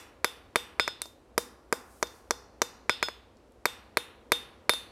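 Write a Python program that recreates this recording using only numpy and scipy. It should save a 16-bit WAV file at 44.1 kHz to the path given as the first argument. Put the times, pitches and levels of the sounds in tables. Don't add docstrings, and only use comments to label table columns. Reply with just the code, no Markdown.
import sys
import numpy as np
from scipy import signal
from scipy.io import wavfile
from scipy.ndimage import uniform_filter1d

SR = 44100
rng = np.random.default_rng(int(sys.argv[2]) if len(sys.argv) > 2 else 0)


def log_audio(samples):
    frames = np.atleast_2d(samples).T
    limited = np.clip(frames, -1, 1)
    pcm = np.round(limited * 32767).astype(np.int16)
    wavfile.write(sys.argv[1], SR, pcm)


def gain_from_db(level_db):
    decades = np.asarray(level_db, float) / 20
    return 10 ** decades


N = 216619
LEAD = 4096
SPAN = 24000

BLOWS = [(-0.045, "glancing", -6, -23.5, -62, -51.5), (0.2451, "glancing", -4, -23, -43.5, -44.5),
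         (0.5583, "flat", -2, -22, -40.5, -46), (0.7971, "face", 0.1, -26.5, -34.5, -39.3),
         (0.8782, "face", -10.5, -33.5, -45.4, -48.5), (1.018, "touch", -25.5, -28, -49, -64.5),
         (1.0568, "rebound", -37, -47.5, -83, -80.5), (1.3791, "turned", -7, -23, -48, -75),
         (1.7262, "turned", -6.5, -28, -54.5, -60), (2.0276, "edge", -8.5, -24, -49, -57.5),
         (2.3083, "edge", -9, -21.5, -53.5, -59), (2.6183, "edge", -7, -17.5, -47.5, -59),
         (2.8953, "face", 0.9, -27.5, -38.5, -42), (3.0278, "face", -4.5, -27.5, -41.5, -39),
         (3.0855, "face", -17.5, -41.5, -57.5, -71.5), (3.6557, "flat", -3, -23.5, -42, -49),
         (3.9715, "glancing", -3, -25, -44, -57), (4.3197, "flat", -1, -20.5, -31.5, -44),
         (4.6945, "glancing", 0.5, -20, -29.5, -41.5), (4.7363, "rebound", -24.5, -35, -48, -50)]


def band(x, hz, width_hz):
    return signal.lfilter(*signal.iirpeak(min(hz, .45 * SR), hz / width_hz, fs=SR), x)


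def level(x, db):
    return x * gain_from_db(db) / np.sqrt(np.mean(x ** 2))


def curve(rows):
    s, db = np.transpose(rows)
    return gain_from_db(np.interp(np.arange(N) / SR, s, db))


def fade(t, t60):
    return np.exp(-np.log(1000) * t / t60)


def place(rows, times):
    out = np.zeros(LEAD + N + SPAN)
    for row, s in zip(rows, times):
        i = LEAD + int(round(s * SR))
        out[i:i + len(row)] += row
    return out


def ring(modes, scatter_db, at=0.):
    hz, db, t60 = np.transpose(modes)[:, :, None]
    t = np.arange(SPAN) / SR
    waves = gain_from_db(db) * fade(t - at, t60) * np.exp(2j * np.pi * hz * t)
    chance = rng.standard_normal((len(BLOWS), 2, len(modes)))
    not_first = np.arange(len(modes)) > 0
    share = gain_from_db(scatter_db * chance[:, 0] * not_first)
    phase = np.exp(.4j * chance[:, 1])
    return ((share * phase) @ waves).imag


def sizzle():
    t = np.arange(N) / SR
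    start_s, end_s = 1.917, 2.18
    rise_db_per_s, fall_db_per_s = 104, 128.5
    held_db = np.interp(t, (start_s, end_s), (-64, -66))
    slopes_db = rise_db_per_s * np.maximum(start_s - t, 0) + fall_db_per_s * np.maximum(t - end_s, 0)
    return gain_from_db(held_db - slopes_db) + gain_from_db(-86)


def shop():
    # freq_hz, density_db (per Hz)
    roar_spectrum = [(22, -26.5), (45, -3), (64, -5), (97, 0.5), (160, -24.5), (270, 0.5), (380, -9.5),
                     (490, -4.5), (650, -11.5), (1020, -17), (1840, -26), (5000, -34), (16000, -44.5)]
    # time_s, level_db
    blower_level = [(0.0, -60.5), (0.89, -57.5), (1.05, -60.5), (3.02, -59), (3.21, -60.5), (4.91, -58)]
    hz, db = np.transpose(roar_spectrum)
    roar = 0
    for f in 30 * 2 ** np.arange(0, 9.1, .5):
        steps = np.repeat(rng.standard_normal(N // 3000 + 1), 3000)
        flicker = uniform_filter1d(steps, 3000)[:N]
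        noise = band(band(rng.standard_normal(N), f, f / 2), f, f / 2)
        roar = roar + gain_from_db(np.interp(np.log(f), np.log(hz), db) + 0.5 * flicker) * noise
    motor_hz, motor_width_hz = 60.5, 5
    hum = band(band(rng.standard_normal(N), motor_hz, motor_width_hz), motor_hz, motor_width_hz)
    hiss = band(rng.standard_normal(N), 9500., 8300.)
    return level(roar, 1.3) * curve(blower_level) + level(hum, -66) + level(hiss, 0) * sizzle()


def room(x):
    # freq_hz, level_db, t60_s
    tail = [(138, -33, 0.057), (232, -26.5, 0.59), (430.6, -47.5, 0.4), (980, -40.5, 1), (2020, -45, 0.47),
            (4230, -33, 0.64), (8000, -41, 0.43), (14000, -48.5, 0.12)]
    hz, db, t60 = np.transpose(tail)
    t = np.arange(SPAN + SPAN // 2) / SR
    response = 0
    for f in 90 * 2 ** np.arange(0, 7.6, .5):
        here_db = np.interp(np.log(f), np.log(hz), db)
        here_t60 = np.interp(np.log(f), np.log(hz), t60)
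        noise = band(rng.standard_normal(len(t)), f, f / 3.1)
        response = response + gain_from_db(here_db) * fade(t, here_t60) * noise
    response = response * (1 - fade(t, 0.014))
    return signal.fftconvolve(x, response)[:len(x)]


def echoes(push_track):
    # delay_s, gain
    surfaces = [(.00305, .45), (.005, .28), (.0021, -.12)]
    dull = signal.lfilter([.15], [1, -.85], push_track)
    return sum(gain * np.roll(dull, int(delay * SR)) for delay, gain in surfaces)


def thumps():
    t = np.arange(8192) / SR
    wave = fade(t, 0.054) * np.sin(2 * np.pi * 96 * t)
    below_force_db = -38.5
    return place([gain_from_db(row[2] + below_force_db) * wave for row in BLOWS], [row[0] for row in BLOWS])


def ticks():
    # start_s, level_db, colour_hz
    clicks = [
        (2.071, -34, 4620),
        (3.370, -50.5, 4520),
        (3.402, -57, 2920),
        (3.476, -70.5, 3004),
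        (3.521, -56.5, 8820),
        (3.544, -68, 8000),
        (4.547, -66.5, 9100),
    ]
    t = np.arange(800) / SR
    bursts = rng.standard_normal((len(clicks), 800)) * fade(t, 0.012)
    rows = [gain_from_db(db) * band(band(burst, hz, hz), hz, hz) for burst, (_, db, hz) in zip(bursts, clicks)]
    return place(rows, [row[0] for row in clicks])


def shimmer():
    spot, life = rng.random((2, 80))
    modes = np.transpose([3800 + 11700 * spot, -16 - 7 * spot, .2 + .22 * life])
    return ring(modes, 5.5, .03)


def spray():
    noise = rng.standard_normal((len(BLOWS), SPAN))
    return .6 * band(noise, 6500., 9000.) * fade(np.arange(SPAN) / SR - .03, .3)


def stand():
    # freq_hz, level_db, t60_s
    stand_modes = [(475, 0, .035), (255, -6, .03), (655, -2, .03), (1000, -6, .025), (1290, -8, .02),
                   (1560, -8, .025), (483, -21, .4), (515, -31, .3)]
    return ring(stand_modes, 1.5)


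def chips():
    # freq_hz, level_db, t60_s
    chip_modes = [(5890, -2, 0.0058), (4357, -8.5, 0.015), (7410, 2, 0.0035)]
    return ring(chip_modes, 3.)


def crack(db, hz, treble_db):
    t = np.arange(2048) / SR
    burst = rng.standard_normal(len(t)) * (fade(t, 0.014) + 0.034 * fade(t, 0.094))
    middle = signal.sosfilt(signal.butter(2, (3300, 7500), "band", fs=SR, output="sos"), burst)
    top = signal.sosfilt(signal.butter(2, (8000, 12500), "band", fs=SR, output="sos"), burst)
    hiss = 2.01 * middle + 2.5 * gain_from_db(treble_db) * top
    chatter = 5.86 * band(burst, hz, 450.)
    return gain_from_db(db) * np.array([hiss, chatter])


def metal(head_db, anvil_db, face_db, overtone_db, bar_db, shimmer_db, spray_db):
    # freq_hz, level_db, t60_s
    head_modes = [(3634, 0, .26), (4142, -22, .35), (3350, -24, .3), (8624, -27, .3), (2762, -27, .2)]
    waist_modes = [(3468, -2, .34), (3447, -10, .12), (3352, -13, .28), (4300, -17, .25), (8035, -22, .35),
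                   (2762, -19, .25)]
    face_modes = [(5106, 0, .21), (1458, -8, .12), (5914, -22, .2), (6519, -24, .35), (6705, -21, .17),
                  (7101, -22, .27), (7612, -24, .28), (7950, -29, .2), (2480, -22, .1), (12040, -30, .09),
                  (12965, -34, .2), (8624, -24, .2), (10850, -32, .3), (12300, -33, .3), (13440, -34, .2),
                  (4300, -24, .25)]
    overtone_modes = [(10220, 3, .3), (10412, 2, .3), (10852, -1, .3), (10022, -4, .14), (11070, -6, .12),
                      (11790, -12, .3), (9088, -9, .3), (8035, -12, .3)]
    bar_modes = [(6928, 4, .3), (9598, 3, .3), (12250, 2, .3), (12410, 2, .33), (12515, -2, .38),
                 (13055, -3, .33), (13440, -5, .3), (13590, 2, .23), (13740, -6, .3), (13985, -5, .23),
                 (14320, -9, .2), (14910, -9, .2), (15060, -12, .28), (7472, -3, .25)]
    parts = [(head_db, ring(head_modes, 2.5, .03)),
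             (anvil_db, ring(waist_modes, 1., .03)),
             (face_db, ring(face_modes, 2.5, .03)),
             (overtone_db, ring(overtone_modes, 2., .03)),
             (bar_db, ring(bar_modes, 3., .03)),
             (shimmer_db, shimmer()),
             (spray_db, spray())]
    ringing = sum(gain_from_db(db)[:, None] * part for db, part in parts)
    return ringing * (1 - fade(np.arange(SPAN) / SR, 0.005))


def pulse(db, hz):
    t = (np.arange(512) - 64) / SR * hz * 6.59
    return gain_from_db(db) * 2.0 * (1 - t) * np.exp(-(1 - t) ** 2 / 2 * np.where(t < 0, .8, 1.))


def blows():
    knocks = {"flat": (1694, 4492, -25.5, 2.5, -13), "glancing": (1760, 4399.5, -26.5, 1.5, -14),
              "turned": (1396, 5003, -16.5, 3.5, -12.5), "edge": (1450, 5901, -22.5, -7.5, -13),
              "face": (2100, 5000, -31.5, -5.5, -15), "touch": (3900, 8600, -33, -5, -18),
              "rebound": (2300, 4600, -29, -2.5, -27.5)}
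    after = {"flat": (-10, -29, -47, -27, -25.5), "glancing": (-5, -17.5, -46, -28, -25),
             "turned": (5, -19.5, -43, -30.5, -15.5), "edge": (-1.7, -31, -54.5, -35.5, -30.5),
             "face": (2, -32, -45, -32.5, -46.5), "touch": (4.5, -28, -59, -34, -20),
             "rebound": (-7, -25.5, -30, -22.5, -19.5)}
    s, force_db, crack_db, head_db, anvil_db = np.transpose([row[:1] + row[2:] for row in BLOWS])
    contact_hz, crack_hz, thud_db, treble_db, room_db = np.transpose([knocks[row[1]] for row in BLOWS])
    face_db, overtone_db, bar_db, shimmer_db, spray_db = np.transpose([after[row[1]] for row in BLOWS])

    octaves_per_db = 0.0449
    pulse_hz = contact_hz * 2 ** (octaves_per_db * force_db)
    push = np.array([pulse(*row) for row in zip(force_db, pulse_hz)])

    cracks = [crack(*row) for row in zip(crack_db, crack_hz, treble_db)]
    hiss, chatter = np.transpose(cracks, (1, 0, 2))
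    knock = gain_from_db(force_db + thud_db + 4)[:, None] * stand()
    knock[:, :2048] += hiss
    chip = gain_from_db(crack_db + 4)[:, None] * chips()
    chip[:, :2048] += chatter
    ringing = metal(head_db, anvil_db, anvil_db + face_db, head_db + overtone_db,
                    crack_db + bar_db, crack_db + shimmer_db, crack_db + spray_db)

    early = s - 68 / SR
    cheeks = signal.ellip(3, 3.5, 17, 2500, fs=SR, output="sos")
    push_track = signal.sosfilt(cheeks, place(push, early))
    direct = push_track + echoes(push_track) + place(knock + chip + ringing, s)
    send = gain_from_db(room_db)[:, None]
    wet = place(send * push, early) + place(send * (knock + .4 * chip + .16 * ringing), s)
    return direct, wet


def scene():
    direct, wet = blows()
    small = ticks()
    hits = direct + small + room(wet + small)
    hits = signal.sosfilt(signal.butter(2, 260, "high", fs=SR, output="sos"), hits)
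    mono = (hits + thumps())[LEAD:LEAD + N] + shop()
    ends = gain_from_db(-37.5) * mono + gain_from_db(-24) * band(mono, 13000., 8000.) + gain_from_db(-28) * band(mono, 60., 120.)
    side = ends * level(uniform_filter1d(rng.standard_normal(N), size=150), 0)
    return np.array([mono + side, mono - side])


def top_cut(x):
    return signal.sosfilt(signal.butter(12, 17110, fs=SR, output="sos"), x)


def record(dry):
    drive = 1.17
    rounded = np.tanh(drive * dry) / drive
    soft = signal.sosfilt(signal.butter(2, 12800, fs=SR, output="sos"), rounded)
    cut = signal.sosfilt(signal.ellip(8, .2, 70, 16700, fs=SR, output="sos"), soft)
    return top_cut(cut)


dry = scene()
out = record(dry)
log_audio(out)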